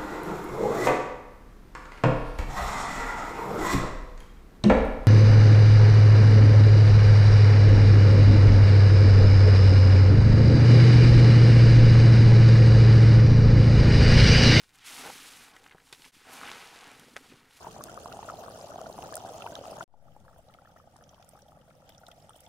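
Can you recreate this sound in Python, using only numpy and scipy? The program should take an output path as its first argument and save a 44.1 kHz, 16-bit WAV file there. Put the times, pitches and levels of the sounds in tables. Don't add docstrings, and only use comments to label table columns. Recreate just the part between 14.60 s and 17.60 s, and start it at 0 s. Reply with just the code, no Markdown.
import sys
import numpy as np
from scipy import signal
from scipy.fft import rfft, irfft, next_fast_len
from scipy.io import wavfile
from scipy.ndimage import map_coordinates

SR = 44100
rng = np.random.default_rng(int(sys.argv[2]) if len(sys.argv) > 2 else 0)


def dump_mix(stems):
    frames = np.atleast_2d(stems).T
    limited = np.clip(frames, -1, 1)
    pcm = np.round(limited * 32767).astype(np.int16)
    wavfile.write(sys.argv[1], SR, pcm)


def gain_from_db(level_db):
    decades = np.asarray(level_db, float) / 20
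    return 10 ** decades


N = 132300

# (time [s], level [dB], pore pitch [Hz])
PORE_FLOW = [(0, -67, 1580), (.12, -69, 1510), (.23, -66.5, 1480), (.29, -50, 1600), (.43, -50.5, 1000),
             (.465, -45.5, 750), (.503, -46, 716), (.513, -57.5, 1270), (.85, -55.5, 1530), (1, -63, 1220),
             (1.35, -67, 1270), (1.46, -63, 1460), (1.63, -68, 1220), (1.68, -52, 985), (1.8, -51, 1140),
             (1.88, -44.5, 1430), (1.95, -49.5, 1130), (2.1, -57.5, 960), (2.25, -53.5, 1400),
             (2.4, -59, 1020), (2.55, -63, 1240), (3, -66, 1500)]


def unit(x):
    return x / np.sqrt(np.mean(x ** 2) + 1e-20)


def curves(rows):
    times, *columns = np.transpose(rows)
    return [np.interp(np.arange(N) / SR, times, column) for column in columns]


def wobble(rate):
    knots = rng.standard_normal(int(N * rate / SR) + 4)
    return map_coordinates(knots, [np.arange(N) * rate / SR])


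def unsteady(level_db, calm_db, wild_db):
    depth = np.interp(level_db, [wild_db, calm_db], [1.3, .45])
    swell_db = .5 * wobble(12) + 1.6 * wobble(40) + 1.4 * wobble(110)
    return gain_from_db(level_db + depth * swell_db)


def coloured(x, points):
    size = next_fast_len(N + 8192)
    hz, db = np.transpose(points)
    bins = np.fft.rfftfreq(size, 1 / SR)
    gain = gain_from_db(np.interp(np.log(bins + 1), np.log(hz), db))
    return irfft(rfft(x, size) * gain, size)[:N]


def bursts(s, hz, gain, cycles, rise, size, onset=3.73):
    u = np.arange(size) / SR * np.clip(hz, 50, .36 * SR)[:, None]
    swing = np.sin(2 * np.pi * u * (1 + rise * np.minimum(u / cycles, 2)))
    envelope = np.exp(-u / cycles) * (1 - np.exp(-u * onset))
    wave = gain[:, None] * swing * envelope
    wave *= np.hanning(2 * size)[size:] ** .5
    at = np.round(s * SR).astype(int)[:, None] + np.arange(size)
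    return np.bincount(at.ravel(), wave.ravel(), N + SR)[:N]


def swarm(count, hz, spread, scatter_db, cycles, rise, size):
    s = rng.random(count) * (N - 1) / SR
    detune = np.exp(spread * rng.standard_normal(count))
    extra_db = scatter_db * np.minimum(rng.exponential(size=count), 3.5)
    sign = rng.choice([-1, 1], count)
    gain = sign * gain_from_db(extra_db) * np.sqrt(detune)
    return unit(bursts(s, hz[(s * SR).astype(int)] * detune, gain, cycles, rise, size))


def room():
    # (frequency [Hz], level [dB])
    room_tone = [(18, 2.5), (45, -4), (100, -4.5), (300, -14), (1000, -33), (5000, -24), (15700, -28.5)]
    return gain_from_db(-70) * unit(coloured(rng.standard_normal(N), room_tone))


def basin(x):
    t60, wet_db = 0.082, -11.5
    t = np.arange(SR // 8) / SR
    tail = rng.standard_normal(len(t)) * gain_from_db(-60 * t / t60) * (t > .001)
    return x + gain_from_db(wet_db) * signal.fftconvolve(x, tail / np.linalg.norm(tail))[:N]


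def treble_peak(x):
    # (frequency [Hz], level [dB])
    treble_shape = [(100, 0), (10000, 1.5), (12500, 10), (15700, -14)]
    return coloured(x, treble_shape)


def dull(x):
    # (frequency [Hz], level [dB])
    film_loss = [(100, 0), (9000, 0), (12000, -4), (16000, -12)]
    return coloured(x, film_loss)


def drain():
    # (time [s], level [dB])
    suds_fall = [(0, -76.5), (.22, -81), (.3, -64), (.47, -53), (.57, -63.5), (1.1, -71.5), (1.3, -70.5),
                 (1.46, -66.5), (1.63, -78.5), (1.71, -63), (1.88, -57.5), (2.1, -68.5), (2.33, -59.5),
                 (2.55, -62), (2.68, -63.5), (2.73, -56.5), (2.79, -64.5), (3, -72)]
    # (frequency [Hz], level [dB])
    basin_ring = [(75, -49), (120, -3.5), (200, -7.5), (260, 0), (340, -9.5), (470, -2), (620, -12),
                  (1200, -22)]
    level_db, = curves(suds_fall)
    plops = swarm(count=900, hz=np.full(N, 300), spread=0.45, scatter_db=0.0, cycles=0.7, rise=0.04, size=900)
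    return unsteady(level_db, -66.5, -63) * unit(coloured(plops, basin_ring))


def glugs():
    # (time [s], peak [dB], pitch [Hz])
    big_bubbles = [(1.148, -41, 335), (1.148, -47, 152), (1.153, -49, 455), (1.33, -55.5, 108),
                   (1.337, -48, 600), (1.329, -43, 800), (1.326, -46.5, 305), (1.394, -51.5, 265),
                   (1.566, -50.5, 240), (2.16, -43, 447), (2.483, -44.5, 438), (2.566, -43.5, 530),
                   (2.571, -42, 467), (2.72, -45.5, 252), (2.738, -48.5, 127)]
    s, db, hz = np.transpose(big_bubbles)
    return bursts(s, hz, -gain_from_db(db + 4.0), 0.75, 0.066, size=1800)


def ticks():
    # (time [s], peak [dB], centre [Hz])
    single_films = [(.006, -42, 4000), (.017, -44, 4000), (.032, -43, 9000), (.036, -45, 3500),
                    (.044, -50, 4000), (.093, -45, 4500), (.107, -51, 2500), (.149, -50, 7000),
                    (.157, -42, 8500), (.175, -52, 8000), (.181, -49, 9000), (.187, -42, 7000),
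                    (.194, -50, 3500), (1.547, -47, 5000), (2.736, -47, 3000), (2.775, -49, 3000),
                    (1.633, -50, 5000), (2.581, -52, 10000), (2.583, -50, 10000)]
    s, db, hz = np.transpose(single_films)
    stray = swarm(count=150, hz=np.full(N, 5000), spread=.5, scatter_db=4, cycles=.4, rise=0, size=60)
    return bursts(s, hz, gain_from_db(db + 10), .4, 0, size=60, onset=6) + gain_from_db(-80) * stray


def spits(count=20):
    # (time [s], peak [dB], centre [Hz], length [s])
    torn_films = [(.963, -50, 5000, .004), (.9662, -45.5, 5040, 0.0016), (0.987, -48, 8000, .003),
                  (1.033, -51, 5000, 0.0025), (1.040, -46.5, 5540, .003), (1.0645, -53, 4500, 0.0019),
                  (1.074, -53, 9000, 0.0023), (1.078, -54, 7000, 0.0018), (1.096, -50, 4500, 0.0018),
                  (1.116, -52, 3970, .003), (1.128, -55, 4000, .003), (1.2022, -53, 2200, 0.0021),
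                  (1.2711, -59, 3000, 0.0023), (1.296, -53, 3500, 0.0026), (1.327, -37.5, 5600, .008),
                  (1.334, -38, 7000, 0.0027), (1.336, -47, 3000, 0.0015), (1.347, -42, 4500, 0.0056),
                  (1.774, -47, 4000, 0.0022), (1.842, -43, 3000, 0.0016), (1.916, -35, 3030, 0.0027),
                  (1.948, -40, 3500, 0.0033), (1.956, -46, 3500, 0.0021), (2.047, -53, 5000, 0.0017),
                  (2.074, -41.5, 5530, 0.0019), (2.087, -48, 5000, 0.0016), (2.147, -53, 5000, 0.0021),
                  (2.16, -41, 5000, 0.0039), (2.173, -44, 5500, .002), (2.189, -40, 5000, .003),
                  (2.2094, -49, 5000, 0.0019), (2.214, -41, 5000, .002), (2.236, -45.5, 4000, 0.0032),
                  (2.242, -41, 7500, .002), (2.27, -43, 5500, 0.0017), (2.291, -47, 4000, 0.0021),
                  (2.316, -42, 6000, .002), (2.331, -50, 6000, 0.0037), (2.35, -59, 4500, 0.0025),
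                  (2.3968, -40, 7000, .003), (2.483, -52, 3000, .003), (2.562, -48, 6000, 0.0047),
                  (2.566, -35, 6000, .009), (2.58, -48, 8000, .002)]
    s, db, hz, length = np.repeat(np.transpose(torn_films), count, 1)
    progress = (np.arange(len(s)) % count + rng.random(len(s))) / count
    detune, strength = rng.standard_normal((len(s), 2)).T
    start = s + length * progress ** 1.3
    gain = gain_from_db(db + 4.5 - 11 * progress) * strength
    return bursts(start, hz * np.exp(0.45 * detune), gain, 0.74, 0, size=50, onset=4.8)


def snaps():
    # (time [s], peak [dB], pitch [Hz])
    air_pockets = [(1.063, -35, 1500), (1.183, -38, 1600), (1.1137, -34, 2000), (1.1474, -41, 1100),
                   (2.5705, -38, 3400), (2.5745, -38, 3000), (1.125, -43, 2600), (1.066, -42, 2500),
                   (1.1523, -41, 650), (.9665, -36, 2000), (.9695, -42, 1700), (2.566, -31, 570),
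                   (2.5693, -35, 900), (1.3325, -36, 1900), (1.9165, -28, 2300), (1.814, -24.5, 1350),
                   (1.834, -24, 1300), (1.877, -24, 2600), (1.885, -25, 1660), (1.89, -27, 1300),
                   (1.894, -23, 2500), (1.915, -29, 1200), (1.329, -25.5, 4240), (1.3305, -29, 2300),
                   (2.568, -34, 1080), (2.574, -34, 1900), (1.044, -40, 2600), (1.086, -43, 2500),
                   (1.11, -43, 2500), (1.203, -45, 1900), (2.561, -32, 2000)]
    s, db, hz = np.transpose(air_pockets)
    return bursts(s - 0.55 / hz, hz, gain_from_db(db + 12.0), 0.79, 0, size=200, onset=0.41)


def smacks(count=30):
    # (time [s], peak [dB], pitch [Hz], length [s])
    wet_smacks = [(.964, -39.5, 2130, 0.0073), (1.034, -55, 3450, 0.0028), (1.039, -49, 2700, 0.0054),
                  (1.062, -42, 2070, 0.0077), (1.083, -50, 2500, 0.0034), (1.11, -41.5, 2400, 0.0042),
                  (1.122, -46, 2450, 0.0038), (1.184, -55, 1610, 0.0025), (1.198, -58, 1900, .002),
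                  (1.326, -35, 3140, 0.0061), (1.33, -37.5, 2600, 0.006), (1.42, -39, 2600, 0.0047),
                  (1.444, -35, 2780, 0.025), (1.553, -66, 2980, 0.0039), (1.615, -50, 1310, 0.0063),
                  (2.396, -40.5, 3000, 0.0039), (1.718, -38, 9000, 0.022), (1.728, -34, 9500, 0.025),
                  (2.587, -49, 1200, 0.0037), (2.713, -42.5, 1990, 0.013),
                  (2.56, -36, 1800, .004),
        (2.5675, -37, 1700, .008),
    ]
    s, db, hz, length = np.repeat(np.transpose(wet_smacks), count, 1)
    progress, pick = rng.random((len(s), 2)).T
    detune, strength = rng.standard_normal((len(s), 2)).T
    wide = np.where(pick < .6, .25, .9)
    pitch = hz * np.exp(wide * detune + 0.52 * (wide - .25))
    gain = gain_from_db(db - 6.6 * progress - 4.5 - 2.3 * wide) * strength
    return bursts(s + length * progress, pitch, gain, 0.98, 0, size=200)


def big_snap():
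    # (time [s], peak [dB], pitch [Hz])
    burst_parts = [
        (2.5656, -12.5, 1900),
        (2.5657, -22.5, 9000),
        (2.5657, -28, 6000),
        (2.5662, -24, 2900),
    ]
    s, db, hz = np.transpose(burst_parts)
    return bursts(s - 0.49 / hz, hz, gain_from_db(db + 13.5), 0.56, 0, size=46, onset=0.37)


def crackle():
    level_db, hz = curves(PORE_FLOW)
    grown_db = level_db - 7 + .4 * np.minimum(level_db + 52, 0)
    pores = swarm(count=420, hz=1.5 * hz, spread=0.51, scatter_db=1.5, cycles=0.71, rise=0, size=120)
    return gain_from_db(grown_db) * pores


def squelch():
    level_db, hz = curves(PORE_FLOW)
    pops = swarm(count=7000, hz=hz, spread=0.42, scatter_db=1.5, cycles=1.02, rise=0.04, size=330)
    return unsteady(level_db - 1.08, -52, -67.0) * pops


def fizz():
    # (time [s], level [dB], tilt [dB per octave], 0 and above bright, -6 and below thick)
    squeeze = [(0, -63, -3), (.12, -72, 0), (.235, -56.5, -8), (.27, -46.5, 3), (.45, -45.5, -2),
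               (.84, -54.5, -0.5), (.96, -64.5, -0.5), (1.17, -71.5, -0.5), (1.28, -63, 11),
               (1.46, -57.5, -1), (1.64, -61, -4), (1.73, -51.5, -1.5), (1.92, -49.5, -4), (2.3, -57, -4.5),
               (2.52, -61.5, -1.5), (2.72, -59.5, -3.5), (2.8, -66.5, -4.5), (3, -63.5, -0.5)]
    # (frequency [Hz], level [dB])
    foam = [(300, -57), (900, -8.5), (2500, -1.5), (5000, -3), (8000, -2.5), (10500, -1), (13000, -6),
            (15700, -10.5)]
    level_db, tilt = curves(squeeze)
    films = swarm(count=24000, hz=np.full(N, 5000), spread=0.69, scatter_db=1.0, cycles=0.63, rise=0, size=40)
    hiss = gain_from_db(-3) * rng.standard_normal(N)
    white = coloured(films, [(500, -1.2), (4000, 1.9), (15000, 1.5)]) + hiss
    bright = unit(coloured(white, foam))
    thick = unit(coloured(white, [(f, db - 6 * np.log2(f / 4000)) for f, db in foam]))
    share = np.clip(-tilt / 6, 0, 1)
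    return unsteady(level_db, -61.0, -59.5) * ((1 - share) * bright + share * thick)


def scene():
    background = room() + drain() + glugs()
    in_basin = basin(ticks() + treble_peak(snaps() + smacks()) + squelch())
    torn = dull(spits() + big_snap())
    mono = background + in_basin + torn + crackle() + fizz()
    return np.array([mono, mono])


def band_limit(x):
    return signal.sosfilt(signal.butter(12, 15775, fs=SR, output="sos"), x)


def record(dry):
    change_s, fade_out_s, fade_in_s, top_hz = 1.516, .036, .026, 15780
    t = np.arange(N) / SR - change_s
    faded = dry * np.clip(np.maximum(-t / fade_out_s, t / fade_in_s), 0, 1)
    passed = np.fft.rfftfreq(N, 1 / SR) < top_hz
    return band_limit(irfft(rfft(faded) * passed, N))


dry = scene()
out = record(dry)
dump_mix(out)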